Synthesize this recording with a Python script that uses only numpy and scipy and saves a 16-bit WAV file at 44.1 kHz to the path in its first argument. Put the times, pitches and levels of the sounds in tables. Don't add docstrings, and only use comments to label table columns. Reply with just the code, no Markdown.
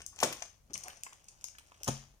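import sys
import numpy as np
from scipy import signal
from scipy.fft import rfft, irfft
from scipy.io import wavfile
from scipy.ndimage import uniform_filter1d

SR = 44100
rng = np.random.default_rng(int(sys.argv[2]) if len(sys.argv) > 2 else 0)


def materialize(psi):
    bounded = np.clip(np.atleast_2d(psi).T, -1, 1)
    quanta = np.round(bounded * 32767).astype(np.int16)
    wavfile.write(sys.argv[1], SR, quanta)


def boost_factor(decibels):
    exponent = np.asarray(decibels, float) / 20
    return 10 ** exponent


N = 97020


def evened(x):
    return x / np.sqrt(np.mean(x ** 2) + 1e-20)


def read(points, hz):
    f, value = np.transpose(points)
    return np.interp(np.log(hz + 1), np.log(f + 1), value)


def curve(points):
    return np.interp(np.arange(N) / SR, *np.transpose(points))


def add(mix, start_s, sound):
    part = mix[round(start_s * SR):][:len(sound)]
    part += sound[:len(part)]


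def resonate(x, hz, width_hz):
    r = np.exp(-np.pi * width_hz / SR)
    feedback = [1, -2 * r * np.cos(2 * np.pi * hz / SR), r * r]
    return signal.lfilter([(1 - r * r) / 2, 0, (r * r - 1) / 2], feedback, x)


def band(x, lo_hz, hi_hz):
    return signal.sosfilt(signal.butter(2, [lo_hz, hi_hz], "band", fs=SR, output="sos"), x)


def burst(noise, length_ms, rise_ms):
    t_ms = np.arange(len(noise)) * 1e3 / SR
    fall = boost_factor(-20 * (t_ms / np.clip(length_ms, .3, 80)) ** 1.4)
    return noise * np.minimum(t_ms / rise_ms, 1) * fall


# pitch_hz, level_db (per Hz)
HUSH_COLOUR = [(12, -25), (20, -1.5), (113, -15.5), (172, -21), (434, -27.5), (660, -26), (738, -29.5),
               (3070, -44), (16000, -55.5)]
# time_s, level_db
RUMBLE_LEVEL = [(0, -62.5), (.45, -73.5), (.7, -65.5), (1.0, -70.5), (1.1, -75), (1.8, -72), (1.95, -58),
                (2.2, -73.5)]
# pitch_hz, likeness (0 to 1)
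LIKENESS = [(30, 0.42), (300, 0.1), (1000, 0.23), (4000, 0.27), (12000, 0.23)]


def room_floor():
    hush_db, rumble_hz = -63, 51
    hz = np.fft.rfftfreq(N, 1 / SR)
    a, b, c = rfft(rng.standard_normal((3, N)))
    same = np.clip(read(LIKENESS, hz), 0, 1)
    both = np.array([a, same * a + np.sqrt(1 - same ** 2) * b])
    hush = irfft(both * boost_factor(read(HUSH_COLOUR, hz)), N)
    hump = (hz / rumble_hz) ** 2 / (1 + (hz / rumble_hz) ** 4.23)
    rumble = irfft(np.array([c + 0.17 * b, c - .25 * b]) * hump, N)
    rumble = boost_factor(curve(RUMBLE_LEVEL)) * evened(rumble) * boost_factor([[.5], [-.5]])
    return boost_factor(hush_db - 7) * evened(hush) + rumble


# time_s, level_db
RUB_LEVEL = [(0, -50.5), (.06, -87.5), (.18, -64), (.3, -53.5), (.45, -60), (.6, -87), (.72, -79),
             (.76, -66.5), (.9, -61), (1.0, -68.5), (1.15, -69.5), (1.25, -75.5), (1.32, -70), (1.6, -75.5),
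             (1.8, -71.5), (1.865, -57), (1.89, -50), (2.2, -86)]
# pitch_hz, level_db
PAPER_COLOUR = [(300, -0.5), (700, 7), (1500, 2), (3000, 2.5), (6000, 1.5), (11000, -3.5), (16000, -2.5)]


def rubbing():
    slips_per_s, spread_db = 1200, 3.2
    strength = boost_factor(spread_db * np.minimum(rng.exponential(1, N), 4.5))
    slips = strength * (rng.random(N) < slips_per_s / SR)
    grains = signal.lfilter([1], [1, -.93], slips) * rng.standard_normal(N)
    tone = boost_factor(read(PAPER_COLOUR, np.fft.rfftfreq(N, 1 / SR)))
    return boost_factor(curve(RUB_LEVEL)) * evened(irfft(rfft(grains) * tone, N))


# start_s, peak_db, dull_part_db (relative), length_ms, sharp_top_db (relative)
JACKET_SNAPS = [(0.0173, -38, -14, 5.9, -14), (0.0632, -26, -63, 4.4, 4), (.161, -38.5, -37, 3.7, -14),
                (.189, -37, -9, 6.8, -1), (0.2019, -26.5, -16.5, 7.4, -13.5), (.208, -43.5, -8, 72, 11.5),
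                (0.3261, -34, -9.5, 14, 6.5), (0.4224, -31, -12, 7, -21.5), (0.706, -54, -22, 6.2, -13),
                (0.7336, -29.5, -25, 3.5, -2.5), (0.7387, -26, -44, 11.6, -13.5),
                (0.744, -29, -48, 0.37, -12.5), (0.7486, -40.5, -19, 7.8, -2.5),
                (0.7547, -36, -8.5, 7.7, -2), (0.7779, -22.5, -17.5, 0.8, 6.5),
                (0.8357, -32, -25.5, 9.9, -4.5), (0.8817, -33.5, -20.5, 3.1, 11.5), (0.9006, -56, 3, 16, 2),
                (0.9706, -46, -25, 9.3, -8), (1.008, -53, -32, 3.3, -5.5), (1.0345, -21, -24.5, 2.63, -1.5),
                (1.1302, -42, -12, 5.2, 1), (1.243, -41.5, -35, 1.9, -2.5), (1.284, -39.5, -24.5, 12.6, -9),
                (1.4105, -43.5, -18, 4.8, -3.5), (1.417, -54, -30.5, 6.9, -23),
                (1.4416, -24.5, -23.5, 4.8, 1), (1.4843, -39, -12, 5.2, -15),
                (1.5532, -59, -0.5, 3.3, -0.5), (1.5842, -46.5, -1.5, 9.5, 10.5),
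                (1.595, -50.5, -8, 5.3, 9.5), (1.6706, -51, -17, 4.9, -12), (1.7201, -59, -3.5, 6.3, -12),
                (1.7428, -65, -0.5, 18, -5), (1.8134, -72, 4, 11, -2), (1.8331, -27.5, -23.5, 3.6, 4.5),
                (1.8432, -32, -39, 12, 0.5)]


def jacket_snaps():
    split_hz, sharp_hz, dull_hz = 4300, 9800, 1600
    lift_hz, lift_width_hz, lift_db = 2700, 1100, .5
    bright, sharp, dull = np.zeros((3, N))
    noise = rng.standard_normal((len(JACKET_SNAPS), 2, 2000))
    noise[:, :, 14] = 2.05
    for (start_s, db, dull_db, ms, sharp_db), (a, b) in zip(JACKET_SNAPS, noise):
        add(bright, start_s, boost_factor(db - 3.5) * burst(a, ms, rise_ms=0.33))
        add(sharp, start_s, boost_factor(db - 2.5 + sharp_db) * burst(a, 0.62 * ms, rise_ms=0.13))
        add(dull, start_s, boost_factor(db + dull_db + 7) * burst(b, ms, rise_ms=.35))
    bright = band(band(bright, split_hz, sharp_hz), split_hz, 13000)
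    sharp = band(band(sharp, sharp_hz, 19000), 8000, 19000)
    lift = boost_factor(lift_db) * resonate(dull, lift_hz, lift_width_hz)
    return bright + sharp, band(dull, dull_hz, split_hz) * 0.57 + lift


# start_s, peak_db, pitch_hz,
# fade_60db_s
KNOCKS = [(0.126, -61.5, 1120, 0.1), (0.187, -54, 840, 0.066), (0.3, -45.5, 301, 0.16),
          (.323, -48.5, 1020, 0.066), (0.42, -46.5, 676, 0.064), (0.7, -60, 290, 0.021),
          (0.705, -50, 319, 0.084), (0.746, -54, 646, 0.099), (0.845, -56, 729, 0.12),
          (0.859, -50.5, 745, 0.13), (0.874, -51.5, 723, 0.14), (1.0644, -44.5, 1046, 0.036),
          (1.126, -49, 1136, 0.035), (1.4431, -56, 990, 0.024), (1.607, -62.5, 940, 0.025),
          (1.55, -58, 1750, 0.05), (1.585, -63, 1020, 0.032), (1.719, -53.5, 1000, 0.032),
          (1.81, -59.5, 574, 0.083),
          (0.213, -46, 724, 0.1), (0.2285, -21.5, 960, 0.018), (0.699, -50, 124, 0.088),
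                (0.744, -59, 171, 0.29), (1.0647, -44.5, 2046, 0.028), (.229, -27.5, 593, 0.054),
                (.258, -40.5, 637, 0.047), (.272, -41.5, 527, 0.053), (.856, -49, 994, .05),
                (0.754, -56, 1020, .05), (.882, -42.5, 1800, 0.019), (.95, -64, 670, 0.12),
                (1.878, -38.5, 1080, 0.044), (1.887, -30, 242, 0.057), (0.232, -38, 252, 0.19),
                (0.241, -49, 135, 0.36), (0.899, -48, 1800, 0.021)]


def knocks():
    out, t = np.zeros(N), np.arange(9000) / SR
    rows = KNOCKS
    noise = rng.standard_normal((len(rows), 9000))
    for (start_s, db, hz, fade_s), a in zip(rows, noise):
        rough = 0.95 * evened(resonate(a, hz, 0.36 * hz))
        ring = np.sin(2 * np.pi * hz * t) + rough
        add(out, start_s, boost_factor(db - 3.0 - 60 * t / fade_s) * np.minimum(t / 0.00044, 1) * ring)
    return out


# damping (per half swing), rise (half swings), lowest_hz
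TABLE_GIVE = [
    (.33, 1.6, 220),
    (1.5, .45, 50),
]


def blow(contacts, modes, ring_db, damping, rise, low_hz):
    thud, slap, ring = np.zeros((3, N))
    t = np.arange(22000) / SR
    body = sum(boost_factor(db - 60 * t / fade_s) * np.sin(2 * np.pi * hz * t) for hz, db, fade_s in modes)
    noise = rng.standard_normal((len(contacts), 6000))
    for (start_s, thud_db, thud_ms, slap_db, slap_ms), a in zip(contacts, noise):
        swings = t[:900] * 1e3 / thud_ms
        push = np.sin(np.pi * swings) * np.exp(-damping * swings)
        add(thud, start_s, -boost_factor(thud_db - 5) * push * np.minimum(swings / rise, 1) ** 2)
        add(slap, start_s, boost_factor(slap_db) * burst(a, slap_ms, rise_ms=0.4))
        add(ring, start_s, boost_factor(thud_db + 11 + ring_db) * np.minimum(t / .003, 1) * body)
    return band(thud, low_hz, 9000) + band(slap, 600, 21000), -ring


# start_s, thud_db, thud_ms, slap_db, slap_ms
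DROP_CONTACTS = [
    (.226, -27, 0.72, -40, 4),
    (.2285, -13.5, 0.78, -32.5, 33),
    (.2325, -30, 0.49, -21.5, 11.5),
    (.238, -22, 1.02, -29, 8.2),
    (.2455, -24, 1.18, -35, 14),
]
# pitch_hz, level_db, fade_60db_s
DROP_TONES = [(335.7, 0.5, 0.17), (497, -6, 0.31), (534.6, 3.5, 0.076), (931, -14, 0.29),
              (1080, -12.5, 0.435), (1378, -25, 0.15), (1440, -52, 1.7)]


def book_drops():
    return blow(DROP_CONTACTS, DROP_TONES, -39.5, *TABLE_GIVE[0])


# start_s, thud_db, thud_ms, slap_db, slap_ms
SHUT_CONTACTS = [
    (1.8735, -23.5, 0.6, -43, 9),
    (1.8775, -23, 0.55, -30.5, 17.8),
    (1.8846, -14.5, 1.36, -35, 3.3),
    (1.8862, -21, 1.44, -27.5, 4.2),
]
# pitch_hz, level_db, fade_60db_s
SHUT_TONES = [(42, -7, 1), (135, 6, 0.35), (222, 5, 0.33), (731, -22.5, 0.47), (698, 9.5, 0.042),
              (162, 12.5, 0.074), (327, -11.5, 0.46), (527.5, -12, 0.24), (824, 9.5, 0.041),
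              (1053, -14, 0.04)]


def book_shuts():
    return blow(SHUT_CONTACTS, SHUT_TONES, -40, *TABLE_GIVE[1])


# time_s, left_minus_right_db
BOOK_SIDE = [(0, 2.5), (.5, 8), (1.1, -2), (1.6, -1.2), (1.85, -1), (2.2, 3.5)]
# from_s, to_s, late_ms
RIGHT_LATE = [
    (0, .5, .14),
    (.5, 1.2, .34),
    (1.2, 1.86, -.37),
    (1.86, 2.3, -.31),
]


def placed(book):
    near_hz, bass_lag = 1300, .5
    hz, t = np.fft.rfftfreq(N, 1 / SR), np.arange(N) / SR
    side = boost_factor(curve(BOOK_SIDE) / 2)
    low = irfft(rfft(book) / (1 + (hz / near_hz) ** 2), N)
    left, right = low + (book - low) * side, low + (book - low) / side
    bend = hz * (bass_lag + (1 - bass_lag) / (1 + (near_hz * 1.4 / (hz + 1)) ** 4))
    late = 0
    for from_s, to_s, ms in RIGHT_LATE:
        part = right * (t >= from_s) * (t < to_s)
        late = late + rfft(part) * np.exp(-2j * np.pi * bend * ms / 1e3)
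    return np.array([left, irfft(late, N)])


# pitch_hz, fade_60db_s
ROOM_FADE = [(100, 0.093), (400, 0.18), (1500, 0.32), (5000, 0.37), (12000, 0.24)]


def room(x):
    room_db, early_db, turn_s = -5.5, 4, .45
    out, half_s = np.zeros((2, N)), SR // 2
    turn = np.arange(N) / SR / turn_s * np.pi
    for k in range(3):
        taps = np.zeros((2, half_s))
        at = np.arange(300, half_s - 20, 20) + rng.integers(0, 20, (2, (half_s - 301) // 20))
        np.put_along_axis(taps, at, rng.choice([-1., 1.], at.shape), 1)
        taps[:, rng.integers(60, 700, 6)] += boost_factor(early_db) * rng.uniform(-1, 1, (2, 6))
        hz, t, (a, b) = signal.stft(taps, SR, nperseg=256)
        same = np.clip(read(LIKENESS, hz), 0, 1)[:, None]
        both = np.array([a, same * a + np.sqrt(1 - same ** 2) * b])
        fade = boost_factor(-60 * t / read(ROOM_FADE, hz)[:, None])
        tail = signal.istft(both * fade, SR, nperseg=256)[1][:, :half_s]
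        tail = boost_factor(room_db) * tail / np.linalg.norm(tail[0])
        window = np.sqrt(2 / 3) * np.cos(turn + k * np.pi / 3)
        out += signal.fftconvolve((x * window)[None], tail, axes=1)[:, :N]
    return out


RING_SIDE = [
    -3.5,
    3.5,
]


def scene():
    knock_wet_db, room_low_hz = -4, 340
    hush, rub = room_floor(), rubbing()
    bright, dull = jacket_snaps()
    taps = knocks() + dull
    drop, drop_ring = book_drops()
    shut, shut_ring = book_shuts()
    book = bright + taps + drop + shut + rub
    sent = book - (1 - boost_factor(knock_wet_db)) * taps
    rings = sum(boost_factor([[db / 2], [-db / 2]]) * ring for db, ring in zip(RING_SIDE, (drop_ring, shut_ring)))
    return placed(book) + room(band(sent, room_low_hz, 19000)) + rings + hush


# pitch_hz, level_db
PORT_COLOURS = [
    [(3100, 4), (4000, 0), (5200, 6.5), (6250, 12.5), (7000, 7.5), (8600, -10.5), (13300, -6), (14700, -6)],
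    [(3100, 3), (4000, -4), (6000, -1.5), (7600, -0.5), (8800, 6.5), (10500, -1.5), (12500, -13.5),
     (15000, -39.5)],
]


def port(x, colour):
    edge_hz, edge_db = 15650, -20
    hz = abs(np.fft.fftfreq(2048, 1 / SR))
    db = uniform_filter1d(read(colour, hz) + edge_db * (hz > edge_hz), size=15, mode="wrap")
    taps = np.fft.ifft(np.exp(np.conj(signal.hilbert(np.log(boost_factor(db)))))).real
    return signal.oaconvolve(x, taps[:1024])[:N]


def roll_off(x):
    return signal.sosfilt(signal.butter(12, 16650, fs=SR, output="sos"), x)


def record(dry):
    hiss_db, top_hz = -76, 16600
    hiss = boost_factor(hiss_db) * band(rng.standard_normal((2, N)), 2010, 15300)
    heard = np.array([port(x, colour) for x, colour in zip(dry, PORT_COLOURS)]) + hiss
    hz = np.fft.rfftfreq(N, 1 / SR)
    reach = (hz < top_hz) / (1 + (34 / (hz + 1)) ** 1.595)
    return roll_off(irfft(rfft(heard) * reach, N))


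dry = scene()
out = record(dry)
materialize(out)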